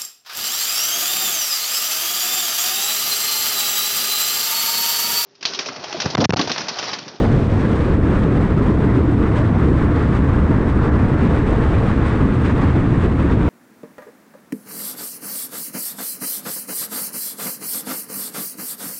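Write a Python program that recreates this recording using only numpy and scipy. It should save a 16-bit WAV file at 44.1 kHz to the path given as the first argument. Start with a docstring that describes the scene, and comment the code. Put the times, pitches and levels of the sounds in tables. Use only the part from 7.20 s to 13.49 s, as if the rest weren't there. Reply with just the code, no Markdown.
"""Highway, at a camera on the rear flank of a V8 sports car at speed.
The slipstream buffets the microphone and hisses over its housing; shed vortices add a wandering throb.
Tyres roar on the asphalt, a throaty rumble swells, the exhaust drones faintly under the wind.
The camera's limiter holds down the strongest buffets."""
import sys
import numpy as np
from scipy import signal
from scipy.fft import rfft, irfft, next_fast_len
from scipy.io import wavfile
from scipy.ndimage import uniform_filter1d, minimum_filter1d, map_coordinates

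SR = 44100
rng = np.random.default_rng(int(sys.argv[2]) if len(sys.argv) > 2 else 0)


def wav_out(sig):
    """Save sig, one row per channel (or a flat mono array), as 16-bit PCM at SR to the path in sys.argv[1]."""
    wavfile.write(sys.argv[1], SR, np.round(np.clip(np.atleast_2d(sig).T, -1, 1) * 32767).astype(np.int16))


N = 277389

# four-stroke cycle rate: time_s, cycle_hz
ENGINE_SPEED = [(0, 17.57), (6.29, 15.2)]
# exhaust partials, eight firings a cycle: cycle_multiple, level_db
EXHAUST_PARTIALS = [(8, 0.5), (10, 3.5), (12, 4.5), (18, -0.5), (27, -8)]
# throaty rumble: freq_hz, density_db
THROAT_SPECTRUM = [(120, -44), (205, -11.5), (245, 0.5), (300, -1), (345, -10.5), (600, -50), (2000, -100)]
# brief hollow swells: peak_s, length_s, pitch_hz, level_db
HOLLOW_SWELLS = [(.04, 0.1, 470, -28), (.45, 0.24, 310, -27), (1.199, 0.16, 165, -26),
                 (1.776, 0.22, 248, -17.5), (1.94, 0.27, 290, -20.5), (2.21, .08, 590, -28.5),
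                 (2.47, .25, 135, -24), (3.05, .2, 140, -25), (3.52, .18, 290, -26), (4.04, .28, 200, -23),
                 (4.45, 0.31, 430.6, -29), (5.14, 0.14, 160, -22)]
# air churned in the wheel arch: freq_hz, density_db
ARCH_SPECTRUM = [(250, -32), (390, -2), (470, -0.5), (560, -5.5), (630, -9.5), (690, -8.5), (780, -15),
                 (1300, -31), (3000, -68.5)]
# wheel arch rush: time_s, level_db
ARCH_LEVEL = [(0, -22), (.27, -28.5), (.7, -28), (1.6, -30.5), (2.3, -31), (3.6, -30), (4.5, -27.5),
              (5.2, -32.5), (6.29, -29.5)]
# tread on asphalt: freq_hz, density_db
TREAD_SPECTRUM = [(300, -26), (600, -3), (760, -3), (880, -0.3), (1130, 1), (1300, -2), (1650, -5.5),
                  (2000, -10), (2600, -26), (3600, -37), (5500, -38), (12000, -84.5)]
# slow trend of road and air: time_s, roar_db, hiss_db
RUSH_LEVELS = [(0, -28, -40.5), (.25, -34, -40.5), (.55, -30.5, -39), (1.25, -32, -41.5),
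               (1.7, -29.7, -40.5), (1.9, -33.5, -43), (2.1, -30, -42), (2.85, -33.5, -41),
               (3.25, -28.2, -41), (3.75, -29, -42), (4.3, -28.5, -38), (4.85, -29.5, -40),
               (5.4, -30.5, -38.5), (5.75, -32, -40), (6.29, -29, -38.5)]
# gusts (+) and sudden dips (-), like a limiter ducking: peak_s, length_s, hiss_db, roar_db
RUSH_GUSTS = [(.449, 0.04, 0.5, 2.5), (.7, 0.062, 0, 0), (.785, 0.084, -6, -5), (.96, 0.079, 2, 1.2),
              (1.058, 0.023, 1, 1), (1.082, .029, -2, -3), (1.22, 0.087, 1.5, 2.5),
              (1.351, 0.022, -1.9, -5), (1.427, 0.072, -0.5, 1.8), (1.566, .068, -2, -2),
              (1.957, 0.02, -3, -7), (2.066, 0.044, 0.5, 3), (2.182, .05, 7, 3.5), (2.315, .035, -3, -3),
              (2.407, 0.098, 2.2, 3.5), (2.625, 0.061, 1.5, 3.5), (2.694, 0.037, -4, .7),
              (2.806, .124, 2, 6), (2.964, .065, 3, 4.5), (3.256, .058, -2.5, -2), (3.41, .055, -2, -2),
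              (3.497, 0.025, 3, 0.5), (3.55, .05, -2.5, -2), (3.663, .067, 2.4, 2), (3.71, 0.019, -4, -3.5),
              (3.873, 0.024, -.9, -5.4), (4.055, 0.05, 3, 1), (4.15, 0.065, 1.5, -0.5),
              (4.244, 0.026, -4.6, -4), (4.696, 0.051, 3.6, 2.5), (4.757, .028, 2, -4),
              (4.912, 0.072, 4, 1), (5.173, 0.036, -4, -1.5), (5.255, .06, 4, 1), (5.305, 0.036, 5, 4.8),
              (5.337, .04, -2.5, -4), (5.425, 0.091, 1.5, 5), (5.584, .023, 1, 1.5), (5.851, .07, 3.6, 1.9),
              (5.88, .022, -6, -5), (5.941, .047, -3, -3), (6.123, .035, 4.5, 4.5),
              (6.152, 0.092, -3.5, -5)]
# air over the microphone port: freq_hz, density_db
HISS_SPECTRUM = [(500, -4), (1800, 10.5), (2500, 7.5), (3100, 1), (3600, 0.5), (4400, -8), (5500, -14.3),
                 (7600, -15.5), (9300, -19), (10300, -22.5)]
# bright sizzle of the opening gust: freq_hz, density_db
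SIZZLE_SPECTRUM = [(1500, -16.5), (3000, 8.5), (4700, 2.5), (6200, -5), (8500, -13), (10000, -12.5)]
# fading sizzle: time_s, level_db
SIZZLE_FADE = [(0, -40), (.15, -48), (.68, -50), (.8, -55), (2.5, -57), (4, -57.5), (6.29, -59.5)]
# vortices leaving the flank: time_s, shed_hz, level_db
VORTEX_SHEDDING = [(0, 102.3, -21), (.2, 101.1, -21.5), (.6, 109.8, -21.5), (.8, 72.8, -22.5),
                   (1.15, 78.1, -23), (1.5, 104, -23), (1.9, 109.4, -19.5), (2.05, 106.6, -27),
                   (2.23, 108.4, -20.5), (2.45, 79.86, -25), (2.85, 86, -21.5), (3.13, 75, -17.5),
                   (3.3, 72.86, -23), (3.55, 72, -22), (4.05, 93.9, -22.5), (4.35, 76, -23),
                   (4.7, 108, -22), (5.05, 88, -22.5), (5.5, 84, -22.5), (5.72, 105.6, -21),
                   (6.03, 78.1, -19), (6.29, 105, -22.5)]
# small eddies off the camera housing: freq_hz, density_db
FLUTTER_SPECTRUM = [(60, -24.5), (130, -9.5), (190, -1.5), (300, -1), (350, -6), (430, -9.5), (560, -21.5),
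                    (1300, -48.5), (3000, -93.5)]
# large eddies on the microphone: freq_hz, density_db
BUFFET_SPECTRUM = [(5, -17), (20, -7.5), (40, -4.5), (65, 1.5), (90, -3.5), (125, 0.5), (170, -6.5),
                   (260, -17.5), (600, -69)]
# wind surges (+) and dips (-): peak_s, length_s, large_eddy_db, small_eddy_db
EDDY_SURGES = [(.176, 0.1, 4, 3), (.405, 0.065, -3.5, 0), (1.27, 0.42, 0, 2), (1.8, 0.32, 0.1, 2),
               (2.228, 0.13, -0.5, -1.5), (2.51, 0.15, 1.5, 3.5), (3.057, .087, 0, 2),
               (3.121, 0.092, 1, -2), (3.76, 0.072, 1, 0), (4.01, .25, 0.5, 1), (4.44, 0.26, 1, -1),
               (4.885, 0.11, 0, -2), (5.145, 0.069, -1.5, 3), (5.5, 0.18, 1, 0), (5.77, .125, 1.5, -0.5),
               (5.95, 0.31, -1.5, -0.5)]
# microphone treble roll-off: freq_hz, gain_db
MIC_RESPONSE = [(8500, 0), (10300, -8), (12000, -20), (15500, -37)]

BUILD_SHARE = 0.65  # slow side's share of a gust, dip or swell
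RUMBLE_SWING_DB, RUSH_SWING_DB = 0.6, 0.63  # depth of the flow's unsteadiness


def amp(db):
    """Decibels to gain."""
    return 10 ** (np.asarray(db) / 20)


def unit(x):
    """x at rms 1."""
    return x / np.sqrt(np.mean(x ** 2) + 1e-20)


def curves(rows):
    """One per-sample curve for each column after time_s."""
    time_s, *columns = np.transpose(rows)
    return [np.interp(np.arange(N) / SR, time_s, column) for column in columns]


def gain_at(spectrum, hz):
    """Gain from a dB table, read on a log frequency axis."""
    freq_hz, level_db = np.transpose(spectrum)
    return amp(np.interp(np.log(hz + 1), np.log(freq_hz + 1), level_db))


def wobble(rate_hz):
    """Smooth random curve, rate_hz knots a second."""
    knots = rng.standard_normal(int(N * rate_hz / SR) + 4)
    return map_coordinates(knots, [np.arange(N) * rate_hz / SR])


def phase(hz):
    """Running phase in radians."""
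    return 2 * np.pi * np.cumsum(hz) / SR


def smooth(x, width_s):
    """Two running means: a triangular window."""
    width = max(int(width_s * SR), 1)
    return uniform_filter1d(uniform_filter1d(x, width), width)


def filtered(x, response):
    """x through a frequency response."""
    size = next_fast_len(N + 8192)
    return irfft(rfft(x, size) * response(np.fft.rfftfreq(size, 1 / SR)), size)[:N]


def bump(peak_s, length_s, rise_share):
    """Lopsided bell of height 1, length_s wide at half height."""
    t = np.arange(N) / SR - peak_s
    side_s = length_s * np.where(t < 0, rise_share, 1 - rise_share)
    return np.exp2(-np.minimum((t / side_s) ** 2, 60))


def gusting(rows):
    """Two dB curves: gusts build slowly and break off, dips drop fast and recover slowly."""
    total_db = np.zeros((2, N))
    for peak_s, length_s, *levels_db in rows:
        rise_share = BUILD_SHARE if sum(levels_db) > 0 else 1 - BUILD_SHARE
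        total_db += np.outer(levels_db, bump(peak_s, length_s, rise_share))
    return total_db


def turbulence(spectrum, patchy_db, even_s):
    """Coloured noise; bands swell and fade in patches, total power stays even over even_s."""
    bands = signal.stft(rng.standard_normal(N), nperseg=512)[2]
    patches = uniform_filter1d(rng.standard_normal(bands.shape), size=9, axis=0)
    patches = uniform_filter1d(patches, size=10, axis=1)
    patchy = signal.istft(bands * amp(patchy_db * unit(patches)), nperseg=512)[1][:N]
    noise = unit(filtered(patchy, lambda hz: gain_at(spectrum, hz)))
    return noise / np.sqrt(np.abs(smooth(noise ** 2, even_s)) + 1e-9)


def exhaust(level_db=-30.5):
    """Uneven firing of the two banks: a wavering drone on multiples of the engine cycle."""
    cycle_hz, = curves(ENGINE_SPEED)
    cycle_rad = phase(cycle_hz)
    drone = np.zeros(N)
    for multiple, partial_db in EXHAUST_PARTIALS:
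        gain = amp(partial_db + 2.3 * wobble(1.7))
        drone += gain * np.sin(round(multiple) * cycle_rad + rng.uniform(0, 2 * np.pi))
    return amp(level_db) * unit(drone)


def throaty_rumble(steady_db=-36, swell_width_hz=56.3):
    """Steady rumble with brief swells of narrow noise, each at its own pitch."""
    rumble = amp(steady_db) * turbulence(THROAT_SPECTRUM, patchy_db=0.5, even_s=0.067)
    for peak_s, length_s, pitch_hz, level_db in HOLLOW_SWELLS:
        tone = np.sin(phase(pitch_hz + swell_width_hz / 2 * wobble(90)))
        envelope = amp(level_db + 2.9 * wobble(70)) * bump(peak_s, length_s, BUILD_SHARE)
        rumble += envelope * tone
    return rumble


def tyres(roar_db):
    """Tread blocks slap the asphalt and pump air; the wheel churns the air in its arch."""
    arch_db, = curves(ARCH_LEVEL)
    tread = amp(roar_db + 0.61 * wobble(40)) * turbulence(TREAD_SPECTRUM, patchy_db=0.92, even_s=0.043)
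    arch = amp(arch_db) * turbulence(ARCH_SPECTRUM, patchy_db=2.0, even_s=0.14)
    return tread + arch


def port_ring(re_hiss_db=-24.5, centre_hz=8530, width_hz=1200, swing_db=2):
    """Air across the microphone port excites its resonance in uneven puffs."""
    def resonance(hz):
        damping = 1j * hz * width_hz
        return damping / (centre_hz ** 2 - hz ** 2 + damping)

    ring = filtered(rng.standard_normal(N), resonance)
    return amp(re_hiss_db + swing_db * wobble(26)) * unit(ring)


def vortex_throb(jitter_hz=15.03, swing_db=2.5):
    """Vortices shed at a wandering rate beat on the microphone: an unsteady low note."""
    shed_hz, level_db = curves(VORTEX_SHEDDING)
    tone = np.sin(phase(shed_hz + jitter_hz * wobble(42)))
    return amp(level_db) * unit(amp(swing_db * wobble(22)) * tone)


def slipstream(hiss_db, gust_db, unsteady, buffet_db=-17, flutter_db=-19.5):
    """Eddies thump on the microphone; the hiss sputters as they speed and slow the air at the port."""
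    large_db, small_db = gusting(EDDY_SURGES) + RUMBLE_SWING_DB * unsteady
    sizzle_db, = curves(SIZZLE_FADE)
    eddies = turbulence(BUFFET_SPECTRUM, patchy_db=-0.5, even_s=0.041)
    flutter_gain = amp(flutter_db + small_db + 1.5 * wobble(38))
    flutter = flutter_gain * turbulence(FLUTTER_SPECTRUM, patchy_db=2.0, even_s=0.06)
    hiss = amp(hiss_db) * (turbulence(HISS_SPECTRUM, patchy_db=-0.1, even_s=0.067) + port_ring())
    sizzle = amp(sizzle_db) * turbulence(SIZZLE_SPECTRUM, patchy_db=1.0, even_s=0.04)
    sputter = unit(amp(1.2 * eddies + 0.85 * wobble(55)))
    rumble = amp(large_db) * (amp(buffet_db) * eddies + vortex_throb())
    return rumble + flutter + amp(gust_db) * sputter * (hiss + sizzle)


def limiter(x, ceiling_db, hold_s):
    """Gain ducks just ahead of each peak over the ceiling."""
    needed_gain = np.minimum(1, amp(ceiling_db) / (np.abs(x) + 1e-9))
    held_gain = minimum_filter1d(needed_gain, int(hold_s * SR))
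    return x * smooth(held_gain, hold_s / 2)


def scene():
    """Wind, road and engine in mono; the same gusts and dips move hiss and roar."""
    roar_db, hiss_db = curves(RUSH_LEVELS)
    unsteady = wobble(rate_hz=45)
    air_gust_db, road_gust_db = gusting(RUSH_GUSTS) + RUSH_SWING_DB * unsteady
    wind = slipstream(hiss_db, air_gust_db, unsteady)
    road = tyres(roar_db + road_gust_db)
    return (wind + road + throaty_rumble() + exhaust())[None]


def record(dry):
    """Camera: peak limiter, treble roll-off, band limit."""
    top_hz = 15700
    limited = limiter(dry[0], ceiling_db=-5.0, hold_s=0.018)
    return filtered(limited, lambda hz: gain_at(MIC_RESPONSE, hz) * (hz < top_hz))[None]


dry = scene()
out = record(dry)
wav_out(out)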